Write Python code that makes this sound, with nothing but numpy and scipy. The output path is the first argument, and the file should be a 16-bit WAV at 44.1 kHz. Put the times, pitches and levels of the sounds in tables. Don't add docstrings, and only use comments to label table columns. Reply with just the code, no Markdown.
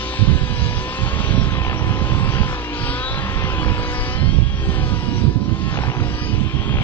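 import sys
import numpy as np
from scipy import signal
from scipy.fft import rfft, irfft, next_fast_len
from scipy.io import wavfile
from scipy.ndimage import uniform_filter1d

SR = 44100
rng = np.random.default_rng(int(sys.argv[2]) if len(sys.argv) > 2 else 0)


def int16_out(signal):
    q = np.round(np.clip(np.atleast_2d(signal).T, -1, 1) * 32767)
    wavfile.write(sys.argv[1], SR, q.astype(np.int16))


N = 301203


def gain_of(db):
    return 10 ** (np.asarray(db) / 20)


def unit_rms(x):
    return x / np.sqrt(np.mean(abs(x) ** 2) + 1e-20)


def eq_at(points, hz):
    f, *values = np.transpose(points)
    return [np.interp(np.log(hz + 1), np.log(f + 1), v) for v in values]


def follow(rows):
    s, *values = np.transpose(rows)
    return [np.interp(np.arange(N) / SR, s, v) for v in values]


def colour(x, gains):
    size = next_fast_len(N + 8192)
    return irfft(rfft(x, size) * gains(np.fft.rfftfreq(size, 1 / SR)), size)[..., :N]


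def impulse(eq):
    log_gain = np.log(gain_of(eq_at(eq, abs(np.fft.fftfreq(4096, 1 / SR)))[0]))
    return np.fft.ifft(np.exp(np.conj(signal.hilbert(log_gain)))).real[:2048]


def swell(middle, width, db):
    return gain_of(2 * db) * np.exp(-(2 * (np.arange(N) / SR - middle) / width) ** 2)


def drift(max_hz):
    t = np.arange(N // 256 + 2) * 256 / SR
    f = max_hz * np.geomspace(.15, 1, 20)
    slow = np.sin(2 * np.pi * (f[:, None] * t + rng.random((20, 1)))).T @ f ** -.2
    return np.interp(np.arange(N) / SR, t, unit_rms(slow))


def tones(turns, partials, fade_db, blur):
    out = np.zeros(N)
    for k, db in partials:
        phase = 2 * np.pi * (k * turns + rng.random() / 2) + blur * np.sqrt(k) * drift(22)
        out += np.sqrt(2) * gain_of(db + fade_db * drift(7)) * np.cos(phase)
    return out


def noise(eq, patchy_db):
    patches = rng.standard_normal((N // 128 + 5, 257)).T
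    patches = unit_rms(uniform_filter1d(uniform_filter1d(patches, 5, axis=0), 25, axis=1))
    _, _, spectra = signal.stft(rng.standard_normal((2, N)), nperseg=512, noverlap=384)
    spectra *= gain_of(patchy_db * patches[:, :spectra.shape[2]])
    mottled = signal.istft(spectra, nperseg=512, noverlap=384)[1][:, :N]
    return unit_rms(colour(mottled, lambda f: gain_of(eq_at(eq, f)[0])))


# t/s, firing rate/Hz, level/dB
FAR_RUN = [(0, 53.8, -48), (.5, 57.8, -50), (1, 63.93, -46.5), (1.4, 66.3, -42.5), (2, 67.9, -52),
           (2.6, 68, -69), (6.83, 67.9, -59.5)]
# multiple of the firing rate, level/dB
FAR_PARTIALS = [(4, 3), (5, 0), (6, -2.5), (7, 0), (10, -3)]


def far_engine():
    hz, db = follow(FAR_RUN)
    return gain_of(db) * tones(np.cumsum(hz) / SR, FAR_PARTIALS, fade_db=2.5, blur=.23)


# t/s, hold/s, level/dB
GUSTS = [(0.182, 0.17, -11), (0.403, 0.03, -13), (0.486, 0.29, -16.5), (0.975, 0.085, -14.5),
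         (1.119, 0.12, -15), (1.27, 0.2, -13), (1.508, 0.38, -18), (1.798, 0.26, -15), (2.093, 0.35, -15),
         (2.47, 0.044, -23), (2.77, 0.12, -24.5), (3.098, 0.083, -20), (3.212, .13, -25.5),
         (3.344, 0.09, -17.5), (3.492, 0.046, -22.5), (3.566, 0.067, -21), (3.615, 0.1, -15),
         (3.755, 0.1, -20), (3.9, 0.1, -29), (4.054, 0.1, -22.5), (4.142, 0.096, -16), (4.21, 0.073, -11.5),
         (4.28, .05, -19), (4.319, 0.1, -11), (4.437, 0.19, -20.5), (4.652, 0.31, -15), (5.02, 0.19, -14),
         (5.207, 0.1, -11.5), (5.344, 0.19, -13.5), (5.577, 0.31, -15.5), (5.951, 0.18, -16.5),
         (6.207, 0.16, -15.5), (6.328, 0.13, -14), (6.528, 0.37, -15)]


def gust(start, hold, db, rise_s=.015, fall_db_per_s=219.5):
    t = np.arange(N) / SR - start
    return (np.clip(t / rise_s, 0, 1) * gain_of(db - fall_db_per_s * np.maximum(t - hold, 0))) ** 2


# t/s, level/dB
LEE_LEVEL = [(0, -36), (1, -37), (2.2, -29.5), (2.45, -31.5), (2.9, -35), (3.6, -44), (4.0, -26),
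             (4.5, -36), (4.75, -23), (5.1, -37.5), (5.7, -42), (6.1, -32.5), (6.45, -37), (6.72, -28),
             (6.83, -18.5)]
# f/Hz, level/dB
LEFT_WIND_EQ = [(15, -10), (35, 19), (60, 2.5), (120, 8.5), (200, -14.5), (400, -20), (900, -78.5)]
RIGHT_WIND_EQ = [(8.8, -29.5), (15, -5.5), (69, 4), (128, 1.5), (213, -8), (395, -29.5), (520, -43),
                 (628, -28.5), (900, -41.5), (1170, -52), (1980, -120)]
FLUTTER_EQ = [(120, -29.5), (200, 6.5), (320, -1), (500, -12.5), (900, -60.5)]
# t/s, gain/dB
SHELF_RIDE = [(0, -2.5), (.8, 0.5), (1.6, 0.5), (1.85, -5), (2.1, 2.5), (2.5, 1.5), (3.5, 5.5), (4.3, 0.5),
              (4.8, 2.5), (5.2, -7.5), (5.8, -6.5), (6.3, -1.5), (6.83, -0.5)]
FLUTTER_RIDE = [(0, -2), (2.2, -4), (3.2, -28), (4.2, -7), (5.3, 2.5), (6.83, 0.5)]


def wind(lull_db=-33.5, shelf_hz=95):
    exposed = gain_of(2 * lull_db) + sum(gust(*row) for row in GUSTS)
    level = np.array([gain_of(follow(LEE_LEVEL)[0]), np.sqrt(exposed)])
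    lumps = unit_rms(gain_of(2 * np.array([drift(45), drift(45)])))
    rumble = lumps * [noise(LEFT_WIND_EQ, patchy_db=3.5)[0], noise(RIGHT_WIND_EQ, patchy_db=.67)[0]]
    deep = colour(rumble, lambda f: 1 / (1 + (f / shelf_hz) ** 4))
    rumble += (gain_of(follow(SHELF_RIDE)[0]) - 1) * deep
    flutter = gain_of(follow(FLUTTER_RIDE)[0]) * lumps * noise(FLUTTER_EQ, patchy_db=.5)
    return level * (rumble + level * flutter)


# t/s, peak before panning/dB, f/Hz, left minus right/dB, attack/s
SLAPS = [(1.34, -19, 188, -23, 0.0033), (1.376, -16.5, 168, -21, 0.0022), (1.86, -30, 324, 12, 0.012),
         (1.905, -18, 106.6, -23.5, 0.0075), (2.138, -15.5, 95, -21, 0.0074),
         (3.441, -23.5, 150, -30, 0.0025), (3.717, -25, 109, -29, 0.0047), (4.228, -20.5, 128, -27, 0.0086),
         (4.373, -19, 77, -26, 0.0085), (4.387, -18, 175, -36, 0.0013), (5.25, -14.5, 121, -25, 0.0023),
         (5.276, -17.5, 111, -28, 0.0047), (5.375, -26, 186, -35, 0.0039)]


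def air_slaps():
    out = np.zeros((2, N))
    t = np.arange(6000) / SR
    for s, peak_db, hz, side_db, attack in SLAPS:
        thump = gain_of(peak_db) * np.sin(2 * np.pi * hz * t) * t / attack * np.exp(1 - t / attack)
        start = round(s * SR)
        out[:, start:start + len(t)] += thump * gain_of([[side_db / 2], [-side_db / 2]])
    return out


# t/s, roar/dB, hiss/dB, fizz/dB
AIR_RIDES = [(0, -40.5, -33.5, -40), (.42, -42.5, -37.5, -45.5), (.8, -39, -37, -43.5),
             (1.22, -36, -34, -43.5), (1.43, -38.5, -37, -48), (1.62, -37.5, -35, -49.5),
             (2.0, -37, -37.5, -49.5), (2.38, -34, -34.5, -44.5), (2.7, -38.5, -38.5, -49),
             (2.88, -38, -32.5, -44.5), (3.08, -37, -38.5, -47.5), (3.45, -34, -34.5, -48.5),
             (4.0, -37.5, -37, -44.5), (4.45, -49, -41, -53.5), (4.72, -41.5, -38.5, -46.5),
             (5.2, -44, -41, -45.5), (5.38, -49.5, -49.5, -53.5), (5.66, -45, -39, -48),
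             (5.74, -34.5, -38.5, -46.5), (5.96, -37.5, -40, -51), (6.03, -41.5, -41.5, -45.5),
             (6.5, -44, -38.5, -53), (6.83, -38, -35.5, -51)]
# centre t/s, width/s, level/dB
FLARES = [(.66, .3, -42), (2.2, .4, -47), (2.87, .15, -35), (4.05, .17, -36), (4.9, .2, -46),
          (6.24, .15, -37)]


def sizzle_power(over_fizz_db=1.5):
    fizz_db = follow(AIR_RIDES)[2]
    return gain_of(2 * (fizz_db + over_fizz_db)) + sum(swell(*row) for row in FLARES)


# f/Hz, level/dB
ROAR_EQ = [(60, -21.5), (250, 3.5), (500, 9.5), (650, -1.5), (800, 8), (1100, 5.5), (1600, 3.5),
           (2200, 1.5), (3500, -67)]
HISS_EQ = [(1000, -29.5), (1800, -10), (2500, 0.5), (3100, 0), (3500, -3.5), (4200, -14), (6000, -91.5)]
FIZZ_EQ = [(2800, -44.5), (3500, -10), (4000, -3), (4500, -15.5), (5500, -8), (6300, -15), (7000, -27.5),
           (7500, -21.5), (8200, -28), (9400, -87)]
SIZZLE_EQ = [(4000, -42), (4500, 10.5), (4800, 8), (5100, 7.5), (5600, -58.5)]


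def turbulent_air(turns, firings):
    roar_db, hiss_db, fizz_db = follow(AIR_RIDES)
    puffs = .4 + np.exp(-(firings % 1) / .22)
    puffs = unit_rms(uniform_filter1d(uniform_filter1d(puffs, 40), 40))
    chop = unit_rms(1 + .083 * np.cos(2 * np.pi * BLADE_PASSES * turns))
    roar = gain_of(roar_db + 4) * puffs * noise(ROAR_EQ, patchy_db=1.5)
    hiss = gain_of(hiss_db + 2.5) * chop * noise(HISS_EQ, patchy_db=1.6)
    fizz = gain_of(fizz_db + 4.5) * chop * noise(FIZZ_EQ, patchy_db=5)
    sizzle = np.sqrt(sizzle_power()) * noise(SIZZLE_EQ, patchy_db=1.5)
    return roar + hiss + fizz + sizzle


# multiple of its own rate, level against the hiss ride/dB
WHIRR_PARTIALS = [(2, -12), (4, -16), (12, -22.5), (21, -12), (24, -13.5)]


def whirr(turns, speed_ratio=2.215):
    partials = [(speed_ratio * k, db) for k, db in WHIRR_PARTIALS]
    hiss_db = follow(AIR_RIDES)[1]
    return gain_of(hiss_db) * tones(turns, partials, fade_db=4.5, blur=.12)


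# centre t/s, width/s, level/dB, brightness/0-1
CRACK_SPELLS = [(1.1, .16, -37, .6), (1.67, .22, -31, .5), (2.37, .14, -32, .7), (3.1, .25, -41, .4),
                (3.68, .3, -40, .5), (5.745, .03, -37, .5), (5.78, .07, -31, .55), (5.845, .06, -34, .15),
                (5.94, .1, -33, .5), (6.037, .025, -37, .05), (6.8, .12, -31, .7)]
# t/s, level against a typical firing/dB
ACCENTS = [(1.063, 3), (1.617, 2), (1.649, 4), (1.713, 4), (2.288, 5), (2.429, 3), (3.002, 3), (3.812, 4),
           (5.757, 0), (5.773, 5), (5.79, 4), (5.836, 6), (5.853, 0), (5.885, -3), (5.899, 4), (5.934, 0),
           (5.951, 2), (5.968, 4), (6.037, 5), (6.71, -3), (6.74, 3), (6.755, -2), (6.77, 4), (6.785, 4),
           (6.801, 3), (6.817, 3)]
# f/Hz, level/dB
CRACK_EQ = [(300, -27), (800, 1.5), (1300, 10), (2000, 9.5), (2800, 13.5), (4000, -15), (6000, -42.5),
            (8000, -90.5)]
KNOCK_EQ = [(120, -30.5), (350, 7.5), (600, 0.5), (780, 15), (1000, 6.5), (1400, 3), (2200, -1),
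            (4000, -77)]
KNOCK_PITCHES = [.9, 1, 1.15, 1.5]


def exhaust_cracks(firings, calm_db=-7, calm_brightness=.5, spread_db=1.8):
    calm = gain_of(2 * (follow(AIR_RIDES)[0] + calm_db))
    bright = calm_brightness * calm + sum(share * swell(*row) for *row, share in CRACK_SPELLS)
    dull = (1 - calm_brightness) * calm + sum((1 - share) * swell(*row) for *row, share in CRACK_SPELLS)
    strength_db = spread_db * rng.standard_normal(600)
    variant = rng.integers(0, len(KNOCK_PITCHES), 600)
    for s, db in ACCENTS:
        accent = round(firings[round(s * SR)])
        strength_db[accent], variant[accent] = db, 1
    count = np.maximum.accumulate(firings).astype(int)
    clicks = -np.diff(np.floor(firings), prepend=0)
    tails = .17 * np.exp(-(firings % 1) / .13) * rng.standard_normal(N)
    bursts = gain_of(strength_db)[count] * (clicks + tails)
    cracks = signal.oaconvolve(bursts, impulse(CRACK_EQ))[:N]
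    knocks = np.zeros(N)
    for k, pitch in enumerate(KNOCK_PITCHES):
        ring = unit_rms(impulse([(f * pitch, db) for f, db in KNOCK_EQ]))
        knocks += signal.oaconvolve(bursts * (variant[count] == k), ring)[:N]
    return np.sqrt(bright) * unit_rms(cracks) + np.sqrt(dull) * unit_rms(knocks)


# t/s, whine/dB, low blade tone/dB, buzz/dB, exhaust beat/dB
TONE_RIDES = [(0, -35, -37.5, -45.5, -42), (.38, -41, -40, -50, -49), (.9, -33, -36.5, -53, -44.5),
              (1.3, -40, -43, -48.5, -63), (1.6, -34.5, -40.5, -49.5, -40.5), (1.95, -35, -42.5, -47, -36),
              (2.4, -34, -44, -52, -40), (2.72, -38, -37.5, -57, -35), (2.95, -32, -35.5, -48.5, -39),
              (3.2, -38, -45, -43.5, -51), (3.6, -32.5, -38.5, -52.5, -34), (4.02, -36, -37, -42, -35.5),
              (4.45, -49, -50, -56.5, -48), (4.75, -40.5, -43, -44.5, -32.5),
              (5.05, -37.5, -38.5, -51.5, -40), (5.42, -43, -55, -60, -35), (5.7, -38, -65, -46.5, -44.5),
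              (6.05, -44, -39.5, -48.5, -31), (6.45, -43.5, -63, -54, -39),
              (6.83, -40.5, -63, -66.5, -43.5)]
# t/s, level/dB
SECOND_BEAT_RIDE = [(0, -40.5), (.4, -41.5), (.6, -60), (.85, -38), (1.1, -49), (1.3, -37.5), (1.55, -45),
                    (1.9, -40), (2.4, -42.5), (2.75, -41), (3.15, -45), (3.55, -38.5), (3.85, -46.5),
                    (4.1, -37.5), (4.4, -57), (4.7, -31), (4.95, -49), (5.15, -36), (5.35, -57),
                    (5.55, -41), (5.75, -53), (5.95, -36), (6.4, -48.5), (6.65, -37.5), (6.83, -39)]
# multiple of the blade rate, plus multiple of the firing rate, level/dB
BEAT_PARTIALS = [(1, 0, -11), (1, 1, -1), (1, 3, -11), (2, 1, -17), (0, 8, -25.5), (0, 12, -14),
                 (0, 16, -18.5)]
THROB_PARTIALS = [(0, 1, -37.5), (0, 2, -50.5), (0, 3, -49)]


def exhaust_beat(turns):
    def sum_tones(rows, fade_db, blur):
        partials = [(BLADE_PASSES * n + FIRINGS_PER_TURN * m, db) for n, m, db in rows]
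        return tones(turns, partials, fade_db, blur)
    beat = gain_of(follow(TONE_RIDES)[3]) * sum_tones(BEAT_PARTIALS, fade_db=2.2, blur=.12)
    second = gain_of(follow(SECOND_BEAT_RIDE)[0]) * sum_tones([(1, 2, 0)], fade_db=1, blur=.12)
    return beat + second + sum_tones(THROB_PARTIALS, fade_db=5.5, blur=.034)


# centre t/s, width/s, lowest and highest multiple of the speed, level of each/dB
OVERTONE_SWELLS = [(.12, 0.35, 56, 56, -39), (.15, 0.49, 60, 60, -42.5), (.1, 0.36, 64, 64, -47),
                   (.05, 0.17, 72, 72, -60.5), (.1, 0.49, 40, 40, -42), (0.7, 0.39, 28, 28, -42),
                   (0.56, .25, 53.2, 53.2, -49), (0.93, 0.66, 40, 40, -40.5), (.85, 0.21, 56, 60, -47.5),
                   (1.1, .2, 46.5, 46.5, -41), (.8, .2, 53.2, 53.2, -47.5), (0.62, .2, 64, 68, -45),
                   (1.3, 0.16, 46.5, 46.5, -49.5), (1.23, .14, 44, 52, -42), (1.42, 0.36, 52, 60, -41.5),
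                   (1.8, 0.25, 40, 40, -44.5), (2.91, 0.22, 68, 80, -44), (2.92, 0.32, 53.2, 53.2, -40),
                   (2.99, 0.21, 56, 64, -40), (2.5, 0.25, 28, 28, -45.5), (2.55, 0.41, 20, 28, -50),
                   (3, 0.32, 20, 24, -37.5), (3.1, .16, 52, 60, -34.5), (3.5, 0.13, 40, 48, -38.5),
                   (3.1, 0.45, 28, 28, -47.5), (3.2, 0.17, 48, 48, -43), (4.6, 0.13, 48, 48, -46),
                   (4.22, 0.12, 64, 64, -40), (3.55, .2, 48, 48, -39.5), (5.1, 0.18, 48, 48, -44),
                   (4.0, 0.3, 28, 36, -41.5), (4.01, 0.42, 76, 80, -44.5), (4.15, 0.54, 48, 48, -38.5),
                   (4.22, 0.26, 46.5, 46.5, -38.5), (4.25, 0.2, 64, 68, -49), (3.1, 0.13, 60, 60, -35),
                   (4.58, 0.46, 48, 48, -42), (4.55, 1, 24, 24, -48), (6.2, 0.23, 48, 48, -39.5),
                   (6.2, 0.21, 28, 32, -44.5), (6.68, .35, 48, 48, -37.5), (6.65, .3, 46.5, 46.5, -46.5)]


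def singing_overtones(turns, grain_hz=30, grain_db=1.8, blur=.11):
    out = np.zeros(N)
    for middle, width, low, high, db in OVERTONE_SWELLS:
        near = slice(max(round((middle - 1.5 * width) * SR), 0), round((middle + 1.5 * width) * SR))
        envelope = np.sqrt(2 * swell(middle, width, db))
        for k in np.arange(low, high + 1, BLADE_PASSES):
            phase = 2 * np.pi * (k * turns + rng.random()) + blur * np.sqrt(k) * drift(grain_hz)
            grains = unit_rms(gain_of(grain_db * drift(grain_hz)))
            out[near] += (envelope * grains)[near] * np.cos(phase[near])
    return out


# multiple of the speed, level/dB
BUZZ_PARTIALS = [(4, -5), (10, -6.5), (12, -0.5), (14, -15), (18, -8), (20, -1), (22, -14.5), (24, -3),
                 (26, -1.5), (28, 2), (30, -7.5), (32, 0), (34, -5)]
EDGE_GROUPS = [
    [(36, -2), (38, -17), (40, 2.5), (42, -7.5), (44, -3)],
    [(46, -16.5), (48, -1), (50, -3.5), (52, -10), (54, -8)],
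    [(56, -5), (58, -18.5), (60, -7), (62, -7), (64, -8), (66, -5.5), (68, -8.5)],
    [(72, -7), (74, -16), (76, -13), (80, 0), (84, -6.5), (90, -4), (96, -2)],
]
EDGE_TRIMS = [-9.5, -8.5, 0]


def propeller(turns):
    whine_db, low_db, buzz_db, _ = follow(TONE_RIDES)
    _, hiss_db, fizz_db = follow(AIR_RIDES)
    out = gain_of(whine_db) * tones(turns, [(16, .16)], fade_db=.04, blur=.13)
    out += gain_of(low_db) * tones(turns, [(8, .14)], fade_db=2, blur=.061)
    out += gain_of(buzz_db) * tones(turns, BUZZ_PARTIALS, fade_db=4, blur=.14)
    edge_db = [db + trim for db, trim in zip((hiss_db, hiss_db, fizz_db), EDGE_TRIMS)]
    edge_db.append(10 * np.log10(sizzle_power()) - 9)
    for db, group in zip(edge_db, EDGE_GROUPS):
        out += gain_of(db) * tones(turns, group, fade_db=2.2, blur=.125)
    return out


# t/s, f/Hz (a quarter of the blade rate)
SPEED = [(0, 64.1), (.27, 64.85), (.66, 60.4), (1.18, 68.31), (1.81, 62.82), (2.21, 65.89), (2.37, 65.1),
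         (2.68, 59.93), (2.89, 59.84), (3.16, 67.56), (3.31, 66.46), (3.76, 61.23), (4.08, 62.05),
         (4.37, 68.47), (4.52, 68.45), (4.9, 61.49), (5.21, 60.05), (5.67, 67.18), (6.03, 59.99),
         (6.24, 60.95), (6.54, 66.46), (6.71, 67.1), (6.83, 65.8)]
# t/s, lead/cycles
FIRING_SLIP = [(0, .27), (1.2, .27), (1.5, .54), (2.2, .5), (3.7, .56), (5.75, .72), (5.9, .8), (6.05, .72),
               (6.7, 1.12), (6.83, 1.2)]
BLADE_PASSES, FIRINGS_PER_TURN = 4, .973


def airplane(inertia_s=.1):
    speed_hz = follow(SPEED)[0]
    for _ in range(2):
        speed_hz = uniform_filter1d(speed_hz, round(inertia_s * SR), mode="nearest")
    turns = np.cumsum(speed_hz) / SR
    firings = FIRINGS_PER_TURN * turns + follow(FIRING_SLIP)[0]
    tonal = propeller(turns) + singing_overtones(turns) + exhaust_beat(turns) + whirr(turns)
    air = turbulent_air(turns, firings)
    return tonal + exhaust_cracks(firings), air


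# f/Hz, right minus left/dB, lag/rad, noise coherence/0-1
RIGHT_PORT = [(97, 4, 0.12, 1), (465, -2.5, .45, 0.99), (1110, 0, 0.82, 0.77), (1420, -0.5, 1.32, 1),
              (2140, -4, 2.33, 0.97), (2020, -19, 2.1, 0.21), (2860, -7, 2.2, 0.95), (2960, -23, 3.9, 0.82),
              (3370, -7, 0.35, 0.27), (3220, -22, 1.6, 0.2), (4360, -4.5, 1, 0.24), (4600, -10, 2.05, 0.6),
              (7100, 0, 4.5, 0.1), (7800, -4, 3.5, 0.26)]


def ports(direct, air):
    def shade(f):
        db, lag, _ = eq_at(RIGHT_PORT, f)
        return gain_of(db) * np.exp(-1j * lag)

    def coherence(f):
        return eq_at(RIGHT_PORT, f)[2].clip(0, 1)
    right = colour(direct, shade) + colour(air[0], lambda f: shade(f) * coherence(f))
    right += colour(air[1], lambda f: shade(f) * np.sqrt(1 - coherence(f) ** 2))
    return np.array([direct + air[0], right])


def scene():
    direct, air = airplane()
    return ports(direct + far_engine(), air) + wind() + air_slaps()


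def record(dry, ceiling=.96, high_cut_hz=9400):
    soft = dry / (1 + (dry / ceiling) ** 4) ** (1 / 4)
    high_cut = signal.firwin(511, high_cut_hz, window=("kaiser", 9), fs=SR)
    return signal.oaconvolve(soft, high_cut[None], "same")


dry = scene()
out = record(dry)
int16_out(out)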